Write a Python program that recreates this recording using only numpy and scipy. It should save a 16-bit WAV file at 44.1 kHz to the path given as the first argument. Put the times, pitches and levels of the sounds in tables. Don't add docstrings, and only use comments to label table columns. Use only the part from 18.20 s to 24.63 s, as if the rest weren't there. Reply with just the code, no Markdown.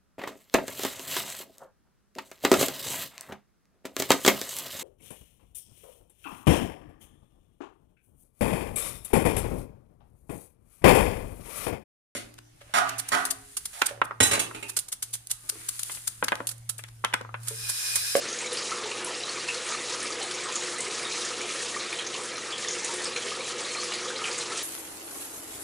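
import sys
import numpy as np
from scipy import signal
from scipy.fft import rfft, irfft, next_fast_len
from scipy.io import wavfile
from scipy.ndimage import uniform_filter1d, map_coordinates

SR = 44100
rng = np.random.default_rng(int(sys.argv[2]) if len(sys.argv) > 2 else 0)


def voltage_ratio(level):
    return 10 ** (np.asarray(level, float) / 20)


def transcribe(signal):
    frames = np.atleast_2d(signal).T
    limited = np.clip(frames, -1, 1)
    pcm = np.round(limited * 32767).astype(np.int16)
    wavfile.write(sys.argv[1], SR, pcm)


N = 283563


def along(points, hz):
    f, v = np.transpose(points)
    return np.interp(np.log(hz + 1), np.log(f + 1), v)


def unit(x):
    return x / np.sqrt(np.mean(x ** 2) + 1e-20)


def wobble(rate_hz):
    knots = rng.standard_normal(int(N * rate_hz / SR) + 4)
    return map_coordinates(knots, [np.arange(N) * rate_hz / SR])


def filtered(x, response):
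    m = next_fast_len(N + 8192)
    return irfft(rfft(x, m) * response(np.fft.rfftfreq(m, 1 / SR)), m)[..., :N]


def rush(spectrum, patchy_db, wide_bins=4, long_frames=12):
    z = signal.stft(rng.standard_normal(N + 512), nperseg=256)[2]
    field = uniform_filter1d(rng.standard_normal(z.shape), size=wide_bins, axis=0)
    field = uniform_filter1d(field, size=long_frames, axis=1)
    x = signal.istft(z * voltage_ratio(patchy_db * unit(field)), nperseg=256)[1][:N]
    return unit(filtered(x, lambda hz: voltage_ratio(along(spectrum, hz))))


def drops(rows, echo_db, rise, size=4096):
    start_s, peak_db, pitch_hz, cycles, t60_s, slap_db = np.transpose(rows)[:, :, None]
    late_s, early_s, early_db = .0008, .007, -6
    t = np.arange(size) / SR

    age = np.minimum(pitch_hz * t / np.clip(cycles, 1, 30), 4)
    bubble = np.sin(2 * np.pi * pitch_hz * t * (1 + rise * (age - .5)))
    bubble = bubble * age ** .5 * np.exp(-2 * age) * (age < 4)
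    bubble /= np.abs(bubble).max(axis=1, keepdims=True)
    u = t / .00004
    slap = 3 * voltage_ratio(slap_db) * (1 - u) * np.exp(-u)
    source = bubble + slap

    decay_db = -60 * t / np.clip(t60_s, .02, .3)
    dying = voltage_ratio(decay_db) + voltage_ratio(0.5 + 0.16 * decay_db) * (1 - t / t[-1])
    dying = dying * (1 + voltage_ratio(early_db) * np.exp(-(t / early_s) ** 4))
    echoes = rng.standard_normal((len(start_s), size)) * dying * (1 - np.exp(-t / 0.00037))
    clumps = np.repeat(rng.standard_normal((len(start_s), size // 128)), 128, axis=1)
    echoes *= voltage_ratio(2.2 * clumps)
    echoes *= voltage_ratio(echo_db) / np.linalg.norm(echoes, axis=1, keepdims=True)
    echoes[:, 0] = 1

    def strength(v):
        return np.linalg.norm(v, axis=1, keepdims=True)

    sound = irfft(rfft(source) * rfft(echoes))
    sound *= voltage_ratio(peak_db) * strength(source) * strength(echoes) / strength(sound)
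    at = np.round(np.clip(start_s + late_s, 0, None) * SR).astype(int) + np.arange(size)
    return np.bincount(at.ravel(), sound.ravel(), N + size)[:N]


def fizz(count, spread_db, cycles, t60_s, slap_db):
    # pitch_hz, level_db
    sizes = [(400, -13.5), (1000, -1.5), (2500, 4.5), (4500, 9.5), (7000, 11.5), (10500, 7.5)]
    when, size, loud, life = rng.random((count, 4)).T
    pitch_hz = 400 * (10500 / 400) ** size
    level_db = along(sizes, pitch_hz) - spread_db * np.log(loud + .15)
    life_cycles = cycles * (0.36 + 2 * life ** 2)
    same = np.ones(count)
    rows = np.transpose([when * N / SR, level_db, pitch_hz, life_cycles, t60_s * same, slap_db * same])
    return unit(drops(rows, echo_db=5.5, rise=0.034, size=2048))


def walls(x, echo_db, t60_s):
    t = np.arange(SR // 4) / SR
    path = rng.standard_normal(len(t)) * voltage_ratio(-60 * t / t60_s) * (t > .008)
    return x + voltage_ratio(echo_db) * signal.fftconvolve(x, path / np.linalg.norm(path))[:N]


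def tub(hz):
    # centre_hz, width_hz, level_db over the flat path
    modes = [(1245, 110, -3.5), (1820, 140, -13.5), (2260, 250, -12), (4100, 1030, -10.5),
             (6270, 3300, -34)]
    return 1 + sum(voltage_ratio(db) * 1j * hz * w / (c * c - hz * hz + 1j * hz * w) for c, w, db in modes)


def stream():
    # start_s, strength_db
    flow = [(0.0, -35.5), (1.23, -34.5), (1.59, -34), (2.09, -34.5), (3.08, -34), (4.21, -37),
            (4.49, -35.5), (4.94, -35), (5.14, -36), (6.05, -35), (6.43, -33.5)]
    # freq_hz, density_db [dB per Hz]
    gurgle_spectrum = [(320, -27), (550, -3.5), (601, -8), (825, -2.5), (1250, -0.5), (1510, -3),
                       (1770, -0.5), (2380, -1.5), (3200, -4.5), (4160, -10), (7040, -120)]
    # freq_hz, density_db [dB per Hz]
    splash_spectrum = [(1470, -39), (2500, -4), (6620, 1), (9020, -3.5), (10700, -7), (13900, -36),
                       (22000, -120)]

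    start_s, strength_db = np.transpose(flow)
    swell_db = np.interp(np.arange(N) / SR, start_s, strength_db - strength_db.mean())
    gurgle_db = -39 + 0.63 * swell_db - 2.5
    splash_db = -37 + 0.9 * swell_db - 2.5 + 1.6 * wobble(14)
    gurgle = voltage_ratio(gurgle_db) * rush(gurgle_spectrum, patchy_db=2.5)
    splash = voltage_ratio(splash_db) * rush(splash_spectrum, patchy_db=2.0, wide_bins=24, long_frames=5)
    crowd = voltage_ratio(-43.5) * fizz(count=1300, spread_db=1.9, cycles=4.7, t60_s=0.086, slap_db=-8.0)
    return filtered(walls(gurgle + splash, echo_db=-9.5, t60_s=0.16) + crowd, tub)


def kind(rows, gain_db, cycles, t60_s, echo_db, rise, slap_db=0):
    start_s, peak_db, pitch_hz, *own_slap_db = np.transpose(rows)
    same = np.ones(len(start_s))
    life_cycles = cycles * voltage_ratio(1.25 * rng.standard_normal(len(start_s)))
    slaps_db = (slap_db + sum(own_slap_db)) * same
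    full = np.transpose([start_s, peak_db, pitch_hz, life_cycles, t60_s * same, slaps_db])
    return voltage_ratio(gain_db) * drops(full, echo_db, rise)


def singles():
    # start_s, peak_db, pitch_hz
    glugs = [(0.318, -21.5, 472), (0.636, -24.5, 403), (0.691, -29, 434), (1.628, -41, 467),
             (2.12, -35, 415), (2.228, -45, 494), (3.193, -29, 346), (3.282, -47, 511), (3.573, -30, 470),
             (3.672, -31, 480), (3.972, -26, 502), (4.278, -37, 407), (4.568, -29, 480), (4.733, -31, 473),
             (4.873, -26.5, 494), (5.06, -27, 415), (3.35, -27.5, 520), (6.09, -36, 440), (1.83, -32, 410),
             (5.042, -25, 463), (5.191, -24, 487), (6.309, -27, 363)]
    # start_s, peak_db, pitch_hz
    plops = [(0.025, -28, 1260), (0.417, -30, 1200), (0.517, -16.5, 1245), (0.538, -28, 1300),
             (0.562, -23, 1187), (1.043, -27, 1190), (1.144, -30, 1240), (1.175, -26, 1160),
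             (1.513, -26, 1250), (1.545, -19.5, 1220), (1.784, -26, 1210), (1.903, -24, 1200),
             (2.257, -22, 1210), (2.278, -28, 1030), (2.773, -27, 1200), (3.118, -29, 1250),
             (3.303, -26, 1240), (3.346, -27, 1240), (3.563, -19, 1164), (3.947, -26.5, 1044),
             (4.126, -29, 1240), (4.177, -26.5, 1240), (5.117, -21.5, 1204), (5.583, -22, 1150),
             (5.718, -32, 1110), (5.856, -25, 1190), (5.902, -23, 1520), (5.989, -26, 1280),
             (6.017, -22, 1230), (6.317, -22, 1240),
             (0.1491, -37, 1350), (0.312, -29, 1250), (0.5921, -27, 1284), (1.349, -26, 1400),
               (2.2922, -31, 1260), (2.6623, -30, 1260), (2.8574, -28, 1240), (2.9697, -26, 1260),
               (4.8549, -28, 1270), (5.299, -28, 1260), (5.557, -25, 1175), (0.53, -27, 1330),
               (0.575, -28, 1250), (5.81, -31, 1260), (6.335, -28, 1250)]
    # start_s, peak_db, pitch_hz
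    blips = [(0.2046, -27, 2520), (0.2428, -25.5, 2200), (0.5177, -29, 2220), (0.713, -21, 2740),
             (1.0064, -25, 2750), (1.2848, -15, 2630), (1.3, -26, 2670), (3.797, -27, 3020),
             (1.5349, -26, 2220), (1.7105, -32, 1870), (1.823, -30, 1750), (2.4219, -33, 1860),
             (2.6643, -25, 2120), (2.794, -29, 2380), (2.9805, -43, 1860), (3.2076, -24, 2380),
             (3.5399, -24.5, 1920), (3.57, -28, 2200), (3.7269, -21.5, 2360), (3.789, -27, 2440),
             (3.8385, -41, 2480), (3.9404, -23.5, 2870), (4.121, -31, 2260), (4.4461, -24.5, 1900),
             (4.784, -28, 2390), (4.805, -27.5, 1850), (4.9616, -18.5, 2390), (5.2046, -25, 2400),
             (5.548, -26, 2320), (5.7181, -31, 2030), (5.9963, -28, 2250), (6.0526, -19, 2380),
             (0.156, -32, 1730), (1.2291, -33, 1800), (2.595, -31, 2230), (2.9133, -31, 2440),
             (3.4037, -27, 1760), (3.356, -28, 1850), (4.59, -32, 2070), (4.6553, -30, 2370),
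             (4.9397, -37, 1740), (5.5, -31, 2140)]
    # start_s, peak_db, centre_hz
    smacks = [
        (0.0534, -13, 1700),
        (0.5172, -15, 5400),
        (0.8444, -22, 6410),
        (1.2855, -24, 2750),
        (4.6438, -24, 6470),
        (4.8544, -30, 4840),
        (4.9616, -23, 2350),
        (5.7184, -8.5, 2500),
    ]
    # start_s, peak_db, pitch_hz
    gulps = [(.655, -29.5, 877), (.87, -31, 974), (1.708, -32, 934), (1.999, -29.5, 760), (2.29, -30, 1030),
             (2.672, -29, 421), (4.685, -27, 906), (5.856, -30, 490), (5.93, -32, 480), (6.12, -33, 480),
             (1.36, -30, 490), (.9, -53, 490)]
    # start_s, peak_db, centre_hz, slap_db
    splashes = [(.635, -19, 3800, -11), (1.0, -17, 5000, -11), (1.3, -20, 2560, -6), (1.4, -26, 2200, -12),
                (2.11, -19, 5400, 8), (2.3, -33, 6500, -9), (2.4, -31, 5500, -3), (2.83, -17, 4800, 0),
                (3.02, -14, 5330, -7), (3.6, -15.5, 3960, -14), (3.79, -18.5, 3450, 2),
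                (4.38, -18, 4570, 2), (4.53, -15, 5500, -13), (4.962, -15.5, 3170, -1),
                (5.27, -20, 6840, 3), (5.39, -17, 6800, -3), (5.47, -21, 4200, -12), (5.6, -25, 4300, -14),
                (5.08, -19, 2980, -13), (3.29, -17, 2410, -10), (5.736, -12.5, 4600, 2),
                (5.96, -36, 2540, -10), (6.04, -13, 2820, -20), (6.08, -19.5, 2330, -10),
                (4.495, -17, 6300, -8), (4.655, -16, 6800, -10), (4.87, -16, 4600, -6),
                (6.385, -18, 7000, -4), (5.85, -21, 6500, -10), (1.845, -19, 9000, -10),
                (.39, -17, 5000, -10)]
    # start_s, peak_db, pitch_hz
    plinks = [(0.0535, -31, 4000), (0.3716, -22, 4700), (1.0332, -22, 3920), (1.0887, -21, 4350),
              (1.1952, -29, 4150), (1.5389, -24, 4130), (1.6844, -25, 3920), (2.0148, -21, 4120),
              (2.4349, -31, 4170), (2.8513, -22.5, 3700), (2.9234, -23.5, 4100), (3.7865, -23, 3190),
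              (4.3238, -21, 3280), (4.4747, -24, 3480), (4.815, -28, 4340), (4.8544, -23, 4700),
              (4.93, -29, 4120), (4.9607, -21.5, 4100), (5.252, -29, 3880), (5.3936, -41, 4070),
              (5.446, -24, 3940), (5.5059, -27.5, 4260), (5.5683, -24, 4160), (5.5897, -24, 4210),
              (5.72, -27, 4100), (5.793, -35, 3200), (5.8795, -32, 3370), (5.9586, -23.5, 3990),
              (6.2083, -22.5, 4000), (6.406, -29, 3770), (0.2688, -26, 3810), (0.4708, -31, 4000),
              (0.6365, -29, 3610), (0.9153, -31, 3110), (1.3438, -28, 4270), (2.0, -29, 3000),
              (2.9667, -28, 4000), (3.0255, -30, 3620), (3.5947, -27, 4040), (3.757, -30, 3950),
              (3.788, -25, 4050), (4.158, -28, 4080), (4.343, -33, 3200), (4.424, -31, 3200),
              (5.0235, -26, 3200), (5.296, -34, 4950), (5.482, -28, 4200), (5.535, -32, 4200)]
    # start_s, peak_db, pitch_hz, slap_db
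    spits = [(0.087, -23.5, 6100, -17), (0.1276, -21, 6060, -21), (0.187, -21.5, 6270, -15),
             (0.319, -28, 5300, -6), (0.3716, -21, 5020, -3), (0.5068, -25.5, 6000, -4),
             (1.0896, -29, 5480, -9), (1.801, -25, 6200, 0), (1.855, -27, 4960, -12),
             (1.904, -22.5, 6560, -17), (2.2358, -24, 7740, -11), (2.3236, -24, 6890, -15),
             (2.355, -16, 6600, -18), (2.6045, -21, 7400, -3), (3.009, -27, 5660, -9),
             (3.0487, -22, 6700, -13), (3.2141, -24, 6400, -9), (3.6307, -30, 5200, -9),
             (3.7269, -32, 7420, -11), (3.8654, -20.5, 6000, -13), (4.153, -31, 5480, -9),
             (4.1799, -26, 5900, -3), (4.4842, -18.5, 6400, -6), (4.5087, -19, 6400, -13),
             (4.5845, -25, 7490, -1), (4.644, -18, 6540, -17), (4.8544, -21, 4900, -13),
             (4.961, -26, 6450, -9), (5.633, -24.5, 5200, -16), (6.128, -27, 7000, -14),
             (1.722, -25, 5700, -12), (6.1804, -25, 6700, -9), (0.2139, -26, 6960, -12),
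             (0.26, -25, 6800, -6), (0.6419, -31, 5720, -10), (0.866, -31, 5700, -14),
             (1.1453, -28, 6560, -8), (1.4885, -27, 6600, -4), (3.9629, -27, 6500, -8),
             (5.278, -29, 6850, -12), (5.3807, -29, 7000, -14), (5.535, -33, 6500, -12)]
    # start_s, peak_db, pitch_hz, slap_db
    ticks = [(0.186, -36, 8680, -6), (0.2146, -26, 8350, -4), (0.328, -20.5, 10300, -10),
             (0.845, -19.5, 10600, -19), (1.343, -33, 9360, 5), (1.5284, -32, 8740, -8),
             (1.8267, -23, 8900, -8), (2.0257, -26.5, 8710, 2), (2.3241, -32, 8940, -11),
             (2.354, -26, 8360, -17), (2.4346, -27.5, 8000, 2), (2.5825, -25, 8730, -13),
             (2.6043, -23, 8700, -11), (2.829, -30, 8740, -8), (3.049, -27, 8500, -17),
             (3.424, -27, 8600, -6), (4.0337, -27, 8800, -14), (4.6443, -22, 8650, -24),
             (4.738, -24, 9700, -5), (4.8414, -23, 8390, -3), (5.4041, -28, 9000, -1),
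             (5.6387, -29.5, 9860, -8), (6.1798, -23, 8300, -10), (6.3714, -25, 8500, -1),
             (0.8445, -28, 8300, -10), (2.59, -32, 8760, -12), (0.856, -32, 8500, -8)]

    return (kind(glugs, gain_db=-12.5, cycles=5.4, t60_s=.09, echo_db=4.5, rise=0.038, slap_db=-30)
            + kind(plops, gain_db=-9.5, cycles=7.7, t60_s=0.096, echo_db=1.5, rise=0.032, slap_db=-23)
            + kind(blips, gain_db=-6.5, cycles=5.5, t60_s=0.078, echo_db=5.5, rise=0.019, slap_db=-3.5)
            + kind(smacks, gain_db=-16.5, cycles=1.4, t60_s=0.056, echo_db=8.5, rise=.03, slap_db=-7)
            + kind(gulps, gain_db=-8.5, cycles=8.7, t60_s=0.13, echo_db=5.0, rise=0.044, slap_db=-25)
            + kind(splashes, gain_db=-13.5, cycles=3.8, t60_s=0.31, echo_db=9.5, rise=0.053)
            + kind(plinks, gain_db=-7, cycles=12.2, t60_s=0.13, echo_db=4.5, rise=0.017, slap_db=-7)
            + kind(spits, gain_db=-3, cycles=4.66, t60_s=0.085, echo_db=7.5, rise=0.053)
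            + kind(ticks, gain_db=-1, cycles=2.66, t60_s=0.09, echo_db=9, rise=0.023))


def pump():
    # freq_hz, rms_db, unsteadiness_db
    hum_lines = [(87, -73, 2), (120, -60.8, .6), (218, -67, 2), (240, -62, 1), (360.5, -54.3, 4.5),
                 (436, -55.5, 2), (480, -56.5, 3), (491, -55, 4), (525, -63, 4)]
    # centre_hz, width_hz, depth [0-1]
    panel_dips = [(251, 7, .55), (280, 10, .4), (450, 10, .55), (393, 12, .2), (206, 12, .3)]
    # freq_hz, density_db [dB per Hz]
    rumble_spectrum = [(15, -72), (25, -51), (65, -40.5), (108, -26), (161, -13), (224, -7.5), (273, -9),
                       (353, 0), (401, -3.5), (489, 2.5), (589, -11), (750, -13), (980, -67), (1650, -120)]

    t = np.arange(N) / SR
    hum = np.zeros(N)
    for hz, rms_db, sway_db in hum_lines:
        level = voltage_ratio(rms_db + 3 + sway_db * wobble(11))
        hum += level * np.sin(2 * np.pi * hz * t + 0.24 * sway_db * wobble(5))

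    def hollows(f):
        return np.prod([1 - deep / (1 + ((f - c) / w) ** 2) for c, w, deep in panel_dips], axis=0)

    return hum + voltage_ratio(-43) * filtered(rush(rumble_spectrum, patchy_db=0.0), hollows)


def scene():
    mono = stream() + singles() + pump()
    return np.array([mono, mono])


def roll_off(x):
    return signal.sosfilt(signal.butter(12, 13700, fs=SR, output="sos"), x)


def record(dry):
    edge_hz, bass_hz, first_rate_hz = 11010, 70, 24000
    kept = filtered(dry, lambda hz: (hz < edge_hz) / (1 + (bass_hz / (hz + 1)) ** 2))
    mirror = kept * np.cos(2 * np.pi * first_rate_hz * np.arange(N) / SR)

    def leak(hz):
        return voltage_ratio(-26.5 - 0.027 * (hz - 13000)) * (hz > 12990) * (hz < 13650)

    return roll_off(kept + filtered(mirror, leak))


dry = scene()
out = record(dry)
transcribe(out)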